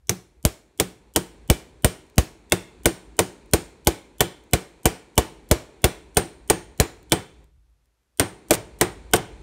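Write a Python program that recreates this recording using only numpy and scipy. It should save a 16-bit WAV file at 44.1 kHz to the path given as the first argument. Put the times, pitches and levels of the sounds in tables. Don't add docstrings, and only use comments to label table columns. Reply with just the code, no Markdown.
import sys
import numpy as np
from scipy import signal
from scipy.fft import rfft, irfft
from scipy.io import wavfile

SR = 44100
rng = np.random.default_rng(int(sys.argv[2]) if len(sys.argv) > 2 else 0)


def transcribe(u):
    v = np.clip(np.atleast_2d(u).T, -1, 1)
    q = np.round(v * 32767).astype(np.int16)
    wavfile.write(sys.argv[1], SR, q)


def natural_amplitude(level_db):
    exponent = np.asarray(level_db, float) / 20
    return 10 ** exponent


N = 415422
SIZE = int(0.5 * SR)
T = np.arange(SIZE) / SR

# t/s, rumble level/dB, shop noise level/dB
FLOOR = [(0, -60, -66), (.7, -63, -62.5), (1.4, -52.5, -54), (2.3, -60.5, -56.5), (2.7, -54, -53),
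         (3.602, -53.5, -53), (4.2, -62.5, -55.5), (5.499, -56, -53), (6.8, -52.5, -54.5),
         (7.402, -53.5, -56.5), (8.099, -76.5, -49.5), (8.35, -54.5, -53.5), (9.42, -43.5, -49)]
# f/Hz, density/dB per Hz
RUMBLE_SPECTRUM = [(21, -45.5), (37, -17), (54, -3.5), (65, -7), (97, -19.5), (150, -21.5), (231, -42.5),
                   (295, -33.5), (400, -49), (520, -77.5), (880, -120)]
# f/Hz, density/dB per Hz
SHOP_SPECTRUM = [(88, -35), (150, -6), (375, -1.5), (675, -14.5), (973, -12), (1150, -20), (1850, -20),
                 (2430, -18.5), (3000, -26), (4300, -24), (5000, -33.5), (7200, -29.5), (9400, -33),
                 (10500, -44), (15600, -75.5), (22000, -120)]
# f/Hz, density/dB per Hz
HISS_SPECTRUM = [(120, -30.5), (200, 0.5), (519, -1), (569, -3), (10500, -15.5), (13100, -17.5),
                 (16000, -32.5)]
# f/Hz, t60/s
ROOM_T60 = [(100, 0.18), (400, 0.5), (1500, 0.44), (5000, 0.41), (14000, 0.076)]

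# t/s, force level/dB, bench thud level/dB, tube ring level/dB
BLOWS = [(0.0949, -28.5, -58.5, -33.5), (0.4512, -21.5, -17, -43.5), (0.7994, -18, -32, -22.5),
         (1.1612, -17, -30.5, -17.5), (1.5003, -15, -12.5, -22.5), (1.8459, -14.5, -15.5, -14),
         (2.1816, -16, -11.5, -28), (2.5215, -17.5, -29, -17), (2.8572, -12, -21, -9.5),
         (3.191, -12.5, -37.5, -14.5), (3.5353, -13.5, -19, -14), (3.8716, -12.5, -17.5, -21.5),
         (4.2063, -14.5, -25, -15), (4.5344, -17, -19, -19.5), (4.856, -13, -17.5, -19.5),
         (5.1786, -11.5, -16.5, -16), (5.513, -12, -14, -24.5), (5.8423, -13, -15.5, -14.5),
         (6.17, -14.5, -23, -7), (6.4998, -12.5, -27, -11), (6.8002, -16, -16.5, -20.5),
         (7.1207, -15.5, -28, -15), (8.197, -18, -29.5, -9), (8.508, -10.5, -31.5, -16),
         (8.812, -15, -31, -15), (9.1356, -12, -30.5, -19.5)]
# t/s, level/dB
TICKS = [(2.0664, -59.5), (2.0994, -55.5), (3.46, -57), (4.0714, -72), (4.4384, -56), (7.0294, -52),
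         (7.4424, -58.5), (7.6994, -73), (7.8574, -63), (8.0324, -69)]
# t/s, click level/dB, ring level/dB
BOUNCES = [(8.531, -23.5, -28.5), (8.537, -17.5, -47), (8.543, -21.5, -22), (8.551, -23.5, -43.5),
           (9.1584, -25.5, -23.5), (9.1634, -22, -29)]
# t/s, f/Hz, level/dB
CLANGS = [(0.0942, 6100, -6), (1.1612, 6410, -10), (2.1812, 3190, -19.5), (2.5219, 3450, -12.5),
          (3.191, 3460, -12.5), (4.2067, 3467, -19.5), (5.1788, 3560, -6), (5.5132, 1498, -18.5),
          (5.8422, 3410, -7.5), (7.1214, 3485, -4), (8.812, 1985, -13), (9.1357, 722, -10),
          (9.1357, 3770, -14.5), (0.118, 190, -15.5), (9.1357, 2150, -15.5), (8.1972, 1880, -15),
          (6.17, 2540, -14)]

# f/Hz, level/dB, t60/s
BENCH_MODES = [(118, -4.5, 0.053), (182.9, 0, 0.21), (258, -5, 0.047)]
# f/Hz, level/dB, t60/s
HOUSING_MODES = [(340.2, -8.5, 0.098), (411.3, -3.5, 0.044), (455.1, -1.5, 0.057), (515, -0.5, 0.042),
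                 (602.6, 5.5, 0.025), (719.7, -7, 0.051), (863, -1, 0.026), (987, 1.5, 0.021),
                 (1097, -11.5, 0.039)]
# f/Hz, level/dB, t60/s
ROTOR_MODES = [(1522, -2, .025), (1860, -3, .02), (2165, -1, .022), (2338, -1, .025), (2660, -3, .018),
               (2983, -2, .018), (3130, -1, .02), (3450, -1, .02), (4024, -3, .018), (7140, -5, .02)]
# f/Hz, level/dB, t60/s
TUBE_MODES = [(9000, -6.5, 0.02), (8864, 7.5, 0.013), (9300, -27.5, 0.11), (8540, -20.5, 0.12),
              (9300, -19, 0.067), (9800, -23, 0.054)]
# lowest f/Hz, highest f/Hz
CONTACT_RANGES = [
    (580, 950),
    (1900, 4200),
    (6500, 13000),
]
# f/Hz, density/dB per Hz
CRACK_SPECTRUM = [(150, -45), (470, -19.5), (800, -8.5), (3620, -6), (4440, -7), (8970, -1.5), (10500, -7),
                  (14200, -7), (15900, -12.5), (17000, -60.5)]
# f/Hz, density/dB per Hz
RATTLE_SPECTRUM = [(59, -26.5), (100, 3.5), (236, -10.5), (348, 1.5), (648, -13), (754, -5), (821, -10.5),
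                   (2020, -14.5), (5930, -24.5), (8920, -25.5), (11500, -30.5), (15900, -33.5),
                   (17000, -86.5)]
# f/Hz, level/dB
HUM_BANDS = [(335, 1.5), (440, 1), (620, -4), (900, -4.5), (2300, -7.5), (3400, -19.5), (4200, -10.5),
             (5600, -13.5), (7250, -15), (8900, -22.5), (9600, -22)]
# usual level/dB, change per thud/dB/dB, per tube ring/dB/dB, per time of seating/dB/s
SHAKE = [
    (-48.5, -0.4, 0.01, 0.9),
    (-40, -0.18, 0.31, -0.18),
    (-36.5, -0.04, 0.11, 1.19),
    (-44, 0.11, 0.11, 0.8),
    (-49.5, 0.08, 0.1, -.5),
]
SHAKE_HZ = [90, 190, 600, 2500, 9000]
# f/Hz, level/dB
USUAL_SHAKE = [(90, -43.5), (190, -41), (600, -33), (2500, -41), (9000, -46.5)]


def fade(t60):
    return np.exp(-np.log(1000) * T / t60)


def swell(time_s):
    return 1 - np.exp(-T / time_s)


def shape(hz, table):
    table = np.array(table)
    return np.interp(np.log(hz + 1), np.log(table[:, 0]), table[:, 1])


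def noise(table, size):
    hz = np.fft.rfftfreq(size, 1 / SR)
    x = irfft(rfft(rng.standard_normal(size)) * natural_amplitude(shape(hz, table)), size)
    return x / np.std(x)


def add(out, x, s):
    i = int(s * SR)
    out[i:i + len(x)] += x[:N - i]


def gate_db(t):
    starts = np.append(-0.33, np.array(BLOWS)[:, 0])
    since = t - starts[np.searchsorted(starts, t) - 1]
    opening = -6.5 * np.clip(1 - since / 0.15, 0, 1) - 22.5 * since
    shutting = -200 * np.clip(since - 0.31, 0, None)
    return np.maximum(opening + shutting, -48.5)


def shop():
    s, rumble_db, shop_db = np.transpose(FLOOR)
    t = np.arange(N) / SR
    waver = np.interp(t, np.arange(120) / 12, rng.standard_normal(120))
    rumble = natural_amplitude(np.interp(t, s, rumble_db) - 0.5 + 1.7 * waver) * noise(RUMBLE_SPECTRUM, N)
    voices = natural_amplitude(np.interp(t, s, shop_db) + 4 + gate_db(t)) * noise(SHOP_SPECTRUM, N)
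    return rumble + voices + natural_amplitude(-77.5) * noise(HISS_SPECTRUM, N)


def room(x):
    tail = 0
    for hz in 90 * 2 ** np.arange(8):
        octave = signal.butter(2, [hz / 2 ** 0.5, hz * 2 ** 0.5], "band", fs=SR, output="sos")
        tail = tail + signal.sosfilt(octave, rng.standard_normal(SIZE)) * fade(shape(hz, ROOM_T60))
    tail *= swell(0.0021)
    return signal.fftconvolve(x, tail / np.sqrt(np.sum(tail ** 2)))[:N]


def hum(shake_db):
    hz = np.fft.rfftfreq(SIZE, 1 / SR)
    share = list(zip(SHAKE_HZ, shake_db))
    width = 0.09
    gain = 0
    for centre, db in HUM_BANDS:
        stirred_db = shape(centre, share) - shape(centre, USUAL_SHAKE)
        gain = gain + natural_amplitude(db + stirred_db) / (1 + (2 * (hz / centre - 1) / width) ** 2)
    return irfft(rfft(rng.standard_normal(SIZE)) * gain, SIZE) * fade(0.46) * swell(0.014)


def buzz(shake_db):
    share = list(zip(SHAKE_HZ, shake_db))
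    colour = [(hz, db + shape(hz, share) - shape(hz, USUAL_SHAKE)) for hz, db in RATTLE_SPECTRUM]
    power = sum(natural_amplitude(db) ** 2 for db in shake_db)
    decay = fade(0.063) + natural_amplitude(-14) * fade(0.31)
    return power ** 0.5 * noise(colour, SIZE) * decay * swell(0.0083)


def clang(hz):
    pitch, phase = rng.standard_normal((2, 4, 1))
    modes = np.sin(2 * np.pi * hz * (1 + 0.03 * pitch) * T + 2 * phase)
    return np.sum(modes, axis=0) / 2 * fade(0.022 * (3500 / hz) ** 0.5)


def thud():
    hz = 58 + 345 * np.exp(-T / 0.0038)
    rise = np.clip(T / 0.0034, 0, 1) ** 1.6
    bend = rise * fade(0.073) * np.sin(2 * np.pi * np.cumsum(hz) / SR)
    sway = natural_amplitude(8.5) * fade(0.019) * np.sin(2 * np.pi * 40 * T + 3) * swell(0.013)
    return bend + sway


def ring(modes, scatter_db, detune):
    out = 0
    for (hz, db, t60), (a, b) in zip(modes, rng.standard_normal((len(modes), 2))):
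        mode = np.sin(2 * np.pi * hz * (1 + detune * b) * T)
        out = out + natural_amplitude(db + scatter_db * a) * fade(t60) * mode
    return out


def sing():
    hz = np.fft.rfftfreq(SIZE, 1 / SR)
    resonance = 1 / (1 + (2 * (hz - 8790) / 300) ** 2)
    x = irfft(rfft(rng.standard_normal(SIZE)) * resonance, SIZE)
    return x / np.std(x) * fade(0.34) * swell(0.005)


def contact_rings(spot, housing_db, rotor_db, crack_db):
    low, middle, high = (fade(t60) * np.sin(2 * np.pi * hz * T) for hz, t60 in zip(spot, [0.045, 0.018, 0.012]))
    return natural_amplitude(housing_db + 3) * low + natural_amplitude(rotor_db + 3.5) * middle + natural_amplitude(crack_db - 3.5) * high


def burst(table, envelope):
    x = noise(table, SIZE) * envelope
    spectrum = rfft(x)
    even = spectrum / np.abs(spectrum) * natural_amplitude(shape(np.fft.rfftfreq(SIZE, 1 / SR), table))
    y = irfft(even, SIZE) * np.sqrt(envelope)
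    return y * np.std(x) / np.std(y)


def blow(out, s, force_db, thud_db, tube_db, spot):
    extra_force_db = force_db + 14
    crack_db = -2.5 + 0.58 * extra_force_db
    rotor_db = -16 + 0.43 * extra_force_db + 4.5 * min(s - 2.4, 0)
    cause = [1, max(thud_db + 22, -13), tube_db + 18, s - 4.7]
    shake_db = np.array(SHAKE) @ cause

    crack = natural_amplitude(crack_db) * burst(CRACK_SPECTRUM, fade(0.0094) + natural_amplitude(-7.5) * fade(0.061))
    housing = natural_amplitude(force_db + 9.5) * ring(HOUSING_MODES, scatter_db=0.8, detune=0.014) * swell(0.0026)
    bench = natural_amplitude(shake_db[1] + 15) * ring(BENCH_MODES, scatter_db=0, detune=0.005) * swell(0.0057)
    rotor = natural_amplitude(rotor_db + 2) * ring(ROTOR_MODES, scatter_db=5.5, detune=0.008)
    tube = natural_amplitude(tube_db + 2.5) * ring(TUBE_MODES, scatter_db=5, detune=0.0016)
    tube += natural_amplitude(-30 + 0.86 * tube_db) * sing()
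    shaken = natural_amplitude(22) * buzz(shake_db) + natural_amplitude(-22) * hum(shake_db)
    contact = contact_rings(spot, force_db - 1, rotor_db - 12.5, crack_db - 1.5)

    onset = s - 0.0002
    add(out, crack + bench + housing + rotor + tube + shaken + contact, onset)
    add(out, natural_amplitude(thud_db + 15) * thud(), onset - 0.0021)


def hammer():
    out = np.zeros(N)
    low, high = np.transpose(CONTACT_RANGES)
    spots = low * (high / low) ** rng.random((len(BLOWS), 3))
    for (s, force_db, thud_db, tube_db), spot in zip(BLOWS, spots):
        blow(out, s, force_db, thud_db, tube_db, spot)
    for s, click_db, ring_db in BOUNCES:
        scrape = noise(CRACK_SPECTRUM, SIZE) + natural_amplitude(-4) * noise(RATTLE_SPECTRUM, SIZE)
        click = natural_amplitude(click_db) * scrape * fade(0.026)
        tube = natural_amplitude(ring_db) * ring(TUBE_MODES, scatter_db=1.5, detune=0.001) * fade(0.06)
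        add(out, click + tube, s)
    for s, hz, db in CLANGS:
        add(out, natural_amplitude(db) * clang(hz), s)
    for s, db in TICKS:
        add(out, natural_amplitude(db + 3.5) * noise(CRACK_SPECTRUM, SIZE) * fade(0.0053), s)
    return out


def scene():
    blows = hammer()
    return (blows + natural_amplitude(-26.5) * room(blows) + shop())[None]


def roll_off(x):
    return signal.sosfilt(signal.butter(12, 17140, fs=SR, output="sos"), x)


def record(dry):
    top = 0.56
    x = dry / (1 + np.abs(dry / top) ** 4) ** 0.25
    sharp = signal.sosfilt(signal.butter(2, 5000, "high", fs=SR, output="sos"), x)
    ghosts = natural_amplitude(-39) * (np.roll(sharp, -1024, axis=1) + 0.6 * np.roll(sharp, -512, axis=1))
    low = signal.sosfilt(signal.butter(2, 600, fs=SR, output="sos"), x)
    middle = signal.sosfilt(signal.butter(3, [2900, 3400], "band", fs=SR, output="sos"), x)
    reach = 600
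    spread = rng.standard_normal((1, reach)) * np.linspace(0, 1, reach) ** 0.3
    smear = signal.fftconvolve(natural_amplitude(-47) * low + natural_amplitude(-51) * middle, spread)[:, reach - 1:]
    x = signal.sosfilt(signal.ellip(6, 0.3, 18, 15700, fs=SR, output="sos"), x + ghosts + smear)
    x = 0.85 * np.tanh(x / 0.8)
    x = signal.sosfilt(signal.ellip(8, 0.2, 60, 16900, fs=SR, output="sos"), x)
    return roll_off(x)


dry = scene()
out = record(dry)
transcribe(out)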